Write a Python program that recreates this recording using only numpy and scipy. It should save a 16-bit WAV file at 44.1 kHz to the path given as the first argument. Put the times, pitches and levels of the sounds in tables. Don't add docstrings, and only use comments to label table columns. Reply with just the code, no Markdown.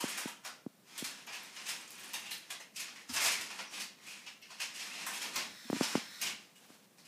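import sys
import numpy as np
from scipy import signal
from scipy.fft import rfft, irfft, next_fast_len
from scipy.io import wavfile
from scipy.ndimage import map_coordinates

SR = 44100
rng = np.random.default_rng(int(sys.argv[2]) if len(sys.argv) > 2 else 0)


def master_out(mix):
    frames = np.transpose(np.atleast_2d(mix))
    ceiling = np.clip(frames, -1, 1)
    pcm = np.round(ceiling * 32767).astype(np.int16)
    wavfile.write(sys.argv[1], SR, pcm)


N = 311787
SPAN = 24576

# start_s, level_db, wood_db, plastic_db, ring_hz, ring_db, chatter_s
CLACKS = [(0.005, -33, -0.5, -2.5, 3090, -2, 0.0037), (0.078, -34, -9, -0.5, 2280, -4, 0.018),
          (0.175, -30.5, -7.5, -3.5, 1580, 8, 0.021), (0.275, -36.5, -3, -5, 3120, -5, .009),
          (0.448, -31.5, -6.5, -10.5, 1400, 2, 0.015), (0.980, -34, -20, -2, 3320, -0.5, 0.0079),
          (1.041, -29.5, -11.5, -5.5, 4300, -5, 0.0052), (1.269, -37, -3, -23, 2500, 4, 0.023),
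          (1.329, -35, -7.5, -12.5, 2680, 8, 0.011), (1.563, -38, -16, -21, 2800, 3, 0.0065),
          (1.660, -31, -16.5, -9, 2680, 4, 0.033), (1.683, -26.5, -15, -8.5, 3150, -8, 0.011),
          (2.136, -29, -11, -7.5, 2760, 2.5, 0.0044), (2.255, -39, -25, -16, 2780, 10, 0.017),
          (2.31, -30, -21, -4.5, 4050, 1.5, 0.0055), (2.502, -30.5, -9, -9, 3400, -1, 0.0044),
          (2.600, -41, -4, -9.5, 2130, 6, 0.0077), (2.759, -31.5, -25, -8, 2500, -8, 0.011),
          (2.796, -29, -19, -7.5, 2600, -9, 0.0073), (2.880, -40, -9, -22, 2500, 3, 0.0091),
          (2.958, -43, -9.5, -17, 2080, 9, 0.011), (3.090, -34, -9.5, -9, 5100, -3, 0.026),
          (3.134, -29, -13, -2.5, 5060, -8, 0.021), (3.160, -22.5, -11, -13, 2640, -2, 0.018),
          (3.205, -19.5, -8.5, -8, 2460, -10, .037), (3.247, -18, -12, -8, 2410, -17, 0.026),
          (3.315, -25, -27, -9, 2100, 4, 0.025), (3.408, -31, -15, -9, 2370, -3, 0.0069),
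          (3.501, -36, -4, -14, 2550, 3.5, 0.0055), (3.589, -33, -3, -28, 2440, -1, 0.0069),
          (3.733, -34, -28, -14, 2560, -1, 0.014), (3.798, -29.5, -23, -8.5, 4630, -7, 0.013),
          (4.064, -36, -28, -9.5, 2450, 6, 0.059), (4.263, -36.5, -12, -17, 2800, 1.5, 0.0089),
          (4.421, -44, -28, -19, 2770, 9, 0.0093), (4.503, -37, -9, -17, 4500, -16, 0.02),
          (4.600, -25, -14, -12.5, 2700, -2, 0.021), (4.745, -34.5, -22, -9, 2700, 2.5, 0.037),
          (4.795, -28.5, -14, -13.5, 3100, -12, 0.047), (4.935, -31.5, -33, -20, 2540, 2, 0.1),
          (5.065, -32.5, -2.5, -0.5, 1780, 6, 0.0055), (5.134, -34.5, -21, -4, 2650, 5, 0.033),
          (5.214, -29, -13, -10, 3260, -5, 0.01), (5.358, -23.5, -8, -14.5, 4300, -10, 0.0046),
          (5.829, -27, -7, -9.5, 5530, 1, .006), (5.953, -28.5, -7.5, -16, 2220, -10, .008),
          (6.216, -24.5, -21, -9, 2620, -5, 0.009), (6.258, -27, -18, -13, 2780, -2, 0.0066),
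          (6.556, -51.5, -14, -6, 2880, 3, 0.011), (6.972, -50, -8, -9, 4200, 2, 0.03),
          (7.049, -47, -20, -9, 2240, -5, .012)]


def amp(db):
    return 10 ** (np.asarray(db) / 20)


def unit(x):
    return x / np.sqrt(np.mean(x ** 2) + 1e-20)


def along(points, hz):
    pitches, values = np.transpose(points)
    return np.interp(np.log(hz + 1), np.log(pitches), values)


def wobble(rate):
    return map_coordinates(rng.standard_normal(int(N * rate / SR) + 4), [np.arange(N) * rate / SR])


def filtered(x, response):
    size = next_fast_len(len(x) + 8192)
    return irfft(rfft(x, size) * response(np.fft.rfftfreq(size, 1 / SR)), size)[:len(x)]


def coloured(x, colour):
    return unit(filtered(x, lambda f: amp(along(colour, f))))


def resonance(f, hz, width):
    return 1j * f * width / (hz * hz - f * f + 1j * f * width)


def add(track, start_s, sound):
    start = min(round(start_s * SR), N - 1)
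    sound, start = sound[max(-start, 0):], max(start, 0)
    track[start:start + len(sound)] += sound[:N - start]


def random_ticks(per_s, spread_db):
    hits = rng.random(N) < per_s / SR
    return hits * rng.choice([-1, 1], N) * amp(spread_db * rng.standard_normal(N))


def ambience(level_db=-65.5):
    # pitch_hz, level_db
    air = [(25, -66), (60, -71), (110, -10.5), (210, 1.5), (320, -7), (550, -9), (1200, -15), (3000, -17.5),
           (8000, -20.5), (15000, -23.5)]
    return amp(level_db + 0.38 * wobble(3.2)) * coloured(rng.standard_normal(N), air)


def echoes(build_s=0.00022):
    # pitch_hz, fade_s
    fade_times = [(200, 0.7), (800, 0.37), (2100, 0.4), (5500, 0.34), (14000, 0.23)]
    hz, t, noise = signal.stft(rng.standard_normal(SPAN), SR, nperseg=256)
    fading = noise * amp(-60 * t / along(fade_times, hz)[:, None]) * (1 - np.exp(-t / build_s))
    tail = signal.istft(fading, SR, nperseg=256)[1][:SPAN]
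    return tail / np.linalg.norm(tail)


def room_path(walls, own_echo_gain=1.83, direct_db=-19):
    response = walls + own_echo_gain * echoes()
    response[0] += amp(direct_db)
    return response / np.linalg.norm(response)


def through_room(contacts, paths, count=2):
    part = rng.integers(count, size=len(contacts))
    chosen = paths[rng.permutation(len(paths))[:count]]
    by_part = contacts * (part == np.arange(count)[:, None])
    return signal.fftconvolve(by_part, chosen, axes=1).sum(axis=0)


def rustle():
    # time_s, level_db
    brushing = [(6.5, -72), (6.58, -70), (6.67, -60), (6.76, -64.5), (6.86, -70)]
    # pitch_hz, level_db
    cloth = [(150, -22), (500, 8), (1500, 4.5), (4000, 3.5), (9000, -1.5), (15000, -9)]
    level_db = np.interp(np.arange(N) / SR, *np.transpose(brushing), left=-120, right=-120)
    return coloured(rng.standard_normal(N), cloth) * amp(level_db + 1.4 * wobble(40))


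def knee(start_s=3.095, level_db=-57, fade_s=0.57, rise_s=0.0052):
    # pitch_hz, level_db
    floor = [(25, -30), (50, -26), (90, 0), (150, -8), (210, -4), (300, -12), (600, -17), (3000, -80)]
    out, t = np.zeros(N), np.arange(SR // 2) / SR
    rumble = coloured(rng.standard_normal(len(t)), floor)
    add(out, start_s, rumble * amp(level_db - 60 * t / fade_s) * (1 - np.exp(-t / rise_s)))
    return out


def thuds(ring_hz=236, fade_s=0.078, rise_s=0.004):
    # start_s, peak_db
    knocks = [(3.094, -40), (5.65, -48.5), (5.738, -34), (5.753, -45), (5.820, -44), (5.966, -41)]
    out, t = np.zeros(N), np.arange(SR // 5) / SR
    envelope = amp(-60 * t / fade_s) * (1 - np.exp(-t / rise_s)) ** 2
    for start_s, peak_db in knocks:
        pitch_hz = ring_hz * (1 + 0.04 * rng.standard_normal())
        boom = np.sin(2 * np.pi * pitch_hz * t) * envelope
        add(out, start_s, amp(peak_db) * boom / np.abs(boom).max())
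    return out


def camera_bumps(ring_hz=255, fade_s=0.021, click_gain=1.25, click_s=0.00061, bass_cut_hz=145):
    # start_s, peak_db, softness_ms
    touches = [(0.0399, -25.5, 0.28), (0.2570, -31, 0.54), (0.664, -31, 0.9), (1.024, -33.5, 0.68),
               (5.7005, -24.5, .25), (5.7297, -22, 0.25), (5.7650, -34, 0.71), (5.8101, -18.5, 0.24),
               (5.9538, -17, 0.2), (5.976, -35, 0.83), (6.703, -47, 0.29)]
    out, t = np.zeros(N), np.arange(SR // 20) / SR
    bass_cut = signal.butter(4, bass_cut_hz, 'high', fs=SR, output='sos')
    ring = np.cos(2 * np.pi * ring_hz * t) * amp(-60 * t / fade_s)
    click = click_gain * np.exp(-t / click_s) * (1 - t / click_s)
    for start_s, peak_db, softness_ms in touches:
        press = t * np.exp(-2 * t / (softness_ms / 1000))
        thump = signal.sosfilt(bass_cut, signal.fftconvolve(ring + click, press)[:len(t)])
        add(out, start_s, amp(peak_db) * thump / np.abs(thump).max())
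    return out


def fiddling(paths, ticks_per_s=30, spread_db=4, fade_s=0.017, low_hz=6000, high_hz=13500, width_hz=900):
    # start_s, length_s, level_db
    spells = [(1.251, 1.15, -48), (5.059, .24, -45)]
    out, t = np.zeros(N), np.arange(SR // 20) / SR
    for start_s, length_s, level_db in spells:
        for when, pitch, size in rng.random((round(ticks_per_s * length_s), 3)):
            hz = low_hz * (high_hz / low_hz) ** pitch
            ring = unit(filtered(rng.standard_normal(len(t)), lambda f: resonance(f, hz, width_hz)))
            tick = ring * amp(level_db + spread_db * (2 * size - 1.5) - 60 * t / fade_s)
            tick_s = start_s + length_s * when
            add(out, tick_s, tick)
            add(out, tick_s, through_room(tick, paths))
    return out


def squeaks():
    # start_s, length_s, start_hz, end_hz, level_db
    glides = [(3.627, 0.11, 6300, 5300, -56), (4.9, 0.054, 2300, 3050, -45), (6.54, .06, 2850, 2900, -63),
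              (5.466, 0.13, 9120, 9060, -69)]
    out = np.zeros(N)
    for start_s, length_s, start_hz, end_hz, level_db in glides:
        n = int(length_s * SR)
        pitch_hz = np.linspace(start_hz, end_hz, n) * (1 + 0.014 * wobble(510)[:n])
        tone = np.sin(2 * np.pi * np.cumsum(pitch_hz) / SR)
        add(out, start_s, amp(level_db) * np.hanning(n) * tone)
    return out


def stroke(start_s, length_s, level_db, swell_db, rise_s=0.019, coast_s=0.023):
    t = np.arange(N) / SR - start_s
    edges = np.exp(np.minimum(t, 0) / rise_s - np.maximum(t - length_s, 0) / coast_s)
    return edges * amp(level_db + swell_db * (np.clip(t / length_s, 0, 1) - 0.5))


def pushing():
    # start_s, length_s, level_db, swell_db
    pushes = [(0.0, 0.25, -37, -3.5), (0.871, 0.12, -45, 9), (1.048, .16, -44, -6), (1.30, 0.22, -44.5, -9),
              (1.536, 0.35, -43.5, -5), (1.92, 0.21, -43, 0), (2.162, 0.16, -43.5, 5), (2.40, .09, -51, 2),
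              (2.77, 0.24, -48.5, -5.5), (3.121, 0.39, -38.5, -13), (3.538, 0.065, -39.5, 0),
              (3.72, 0.082, -37.5, 2), (3.987, 0.079, -46.5, 6.5), (4.096, 0.22, -50, -11.5),
              (4.428, .13, -55, 10), (4.68, .60, -41.5, 12.5), (5.334, 0.091, -38, -6),
              (5.686, 0.14, -36, 12), (5.883, 0.11, -39.5, -16), (6.222, 0.067, -35, -7),
              (6.363, .12, -58, -12)]
    return np.sqrt(sum(stroke(*push) ** 2 for push in pushes))


def aftermath(blows, decay_s):
    kicks = np.zeros(N)
    for start_s, level_db in blows:
        add(kicks, start_s, amp([level_db]) ** 2)
    return np.sqrt(signal.lfilter([1], [1, -np.exp(-2 / (decay_s * SR))], kicks))


def whirr(paths, start_s=5.45, length_s=0.78, level_db=-53, swell_db=4, ticks_per_s=2500):
    # pitch_hz, width_hz, level_db
    hollow = [(1920, 720, 1.5), (3830, 760, 3.5), (5170, 250, 3), (7150, 300, -9), (8900, 170, -25)]
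    ticks = (rng.random(N) < ticks_per_s / SR) * rng.standard_normal(N)
    heard = through_room(ticks, paths)[:N]
    purr = filtered(heard, lambda f: sum(amp(db) * resonance(f, hz, width) for hz, width, db in hollow))
    return unit(purr) * stroke(start_s, length_s, level_db, swell_db)


def scuffing(paths, push, gain_db=-7, push_db=-18.5, slide_db=-16, direct_db=-9, tick_s=0.00089):
    # pitch_hz, level_db
    colour = [(100, -70), (1500, -20), (5000, -4), (8500, 2.5), (12000, 4.5), (15500, -11)]
    blows = [(start_s, db + plastic_db + slide_db) for start_s, db, _, plastic_db, *_ in CLACKS]
    slide = aftermath(blows, decay_s=0.047)
    ticks = random_ticks(per_s=170, spread_db=4)
    t = np.arange(SR // 100) / SR
    scratch = rng.standard_normal(len(t)) * np.exp(-t / tick_s)
    scuff = coloured(signal.fftconvolve(ticks, scratch)[:N], colour)
    scuff *= np.hypot(amp(push_db) * push, slide) * amp(gain_db)
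    return amp(direct_db) * scuff + through_room(scuff, paths, count=3)[:N]


def toy_body(f, crack_db, spread_db=1.5):
    # pitch_hz, width_hz, level_db
    rings = [(883, 170, -10), (1060, 30, -8), (1780, 93, -8.5), (2150, 150, -9), (2450, 110, -6.5),
             (2780, 520, -12.5), (3320, 150, -16), (5120, 240, -8), (6450, 1100, -17)]
    changes_db = spread_db * rng.standard_normal(len(rings))
    return amp(crack_db) + sum(amp(db + change_db) * resonance(f, hz, width)
                               for (hz, width, db), change_db in zip(rings, changes_db))


def rolling(paths, push, gain_db=-6, coast_db=-21.5, jolt_db=1.0):
    # pitch_hz, level_db
    groove = [(60, -67), (200, 1), (450, -6), (950, 0), (1500, 2), (2600, 2), (3900, 1.5), (6000, -1),
              (9000, -4.5), (12500, -12.5), (15500, -31)]
    ticks = random_ticks(per_s=700, spread_db=4)
    coast = aftermath([(start_s, db + coast_db) for start_s, db, *_ in CLACKS], decay_s=0.052)
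    ticks = unit(ticks) * np.hypot(push, coast) * amp(gain_db + jolt_db * wobble(25))
    out, step = np.zeros(N), SPAN // 4
    for start in range(0, N, step):
        heard = through_room(ticks[start:start + step], paths)
        rattle = filtered(heard, lambda f: amp(along(groove, f)) * toy_body(f, crack_db=0.5))
        add(out, start / SR, rattle)
    return out


def snaps(paths, gain_db=-6, fade_s=0.011, room_db=2, ring_db=5):
    # start_s, level_db
    snap_times = [(0.176, -34), (0.4498, -36), (0.979, -28), (1.267, -39.5), (1.4351, -43), (1.9062, -34),
                  (2.013, -47), (2.1345, -30), (3.0944, -51), (3.24, -20.5), (4.4186, -47), (5.0655, -37),
                  (5.3582, -24), (5.705, -34), (6.2155, -23), (6.6644, -54)]
    # pitch_hz, level_db
    colour = [(100, -60), (500, -29), (2500, -11), (5000, 0.5), (8500, -2.0), (15000, -2.0)]
    out, t = np.zeros(N), np.arange(SR // 20) / SR
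    for start_s, level_db in snap_times:
        burst = rng.standard_normal(len(t)) * amp(level_db + gain_db - 60 * t / fade_s)
        ring_hz = rng.uniform(6350, 13560)
        ring = lambda f: 1 + amp(ring_db) * resonance(f, ring_hz, width=400)
        crack = filtered(burst, lambda f: amp(along(colour, f)) * ring(f))
        add(out, start_s, crack)
        add(out, start_s, amp(room_db) * through_room(crack, paths))
    return out


def clacks(paths, gain_db=20, bounce_db=-4, bounces_per_s=900, lead_db=-5):
    # pitch_hz, level_db
    colour = [(60, -42), (200, -5.5), (450, 3.5), (950, 6), (1500, 3), (2600, 1.5), (3900, 1.5),
              (6000, 2.5), (9000, 4), (12500, -1), (15500, -11)]
    out, blow_at = np.zeros(N), SPAN // 12
    t = (np.arange(4 * blow_at) - blow_at) / SR
    for start_s, level_db, wood_db, plastic_db, ring_hz, ring_db, chatter_s in CLACKS:
        lead_s = min(0.0093, 0.86 * chatter_s)
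        force = np.where(t < 0, amp(lead_db) * np.exp(-np.abs(t) / lead_s), np.exp(-t / chatter_s))
        bounces = rng.random(len(t)) < bounces_per_s / SR
        contacts = bounces * rng.standard_normal(len(t)) * force * amp(bounce_db)
        contacts[blow_at] = 1
        heard = through_room(contacts / np.linalg.norm(contacts), paths)[:SPAN]
        # pitch_hz, level_db
        material = [(420, wood_db - 2), (1000, wood_db + 5), (2200, 0), (5500, 0),
                    (10000, plastic_db + 3)]
        own_ring = lambda f: amp(ring_db + 5) * resonance(f, ring_hz, width=ring_hz / 9)
        body = lambda f: toy_body(f, crack_db=2) + own_ring(f)
        clack = filtered(heard, lambda f: amp(along(colour, f) + along(material, f)) * body(f))
        add(out, start_s + t[0], amp(level_db + gain_db) * clack)
    return out


def scene(path_count=20):
    walls = echoes()
    paths = np.array([room_path(walls) for _ in range(path_count)])
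    push = pushing()
    toys = clacks(paths) + snaps(paths) + rolling(paths, push) + scuffing(paths, push)
    toys += whirr(paths) + squeaks()
    return (toys + knee() + rustle() + camera_bumps() + thuds() + ambience() + fiddling(paths))[None]


def record(dry, bass_cut_hz=62, top_hz=15550):
    bass_cut = signal.butter(4, bass_cut_hz, 'high', fs=SR, output='sos')
    return filtered(signal.sosfilt(bass_cut, dry[0]), lambda f: f < top_hz)[None]


dry = scene()
out = record(dry)
master_out(out)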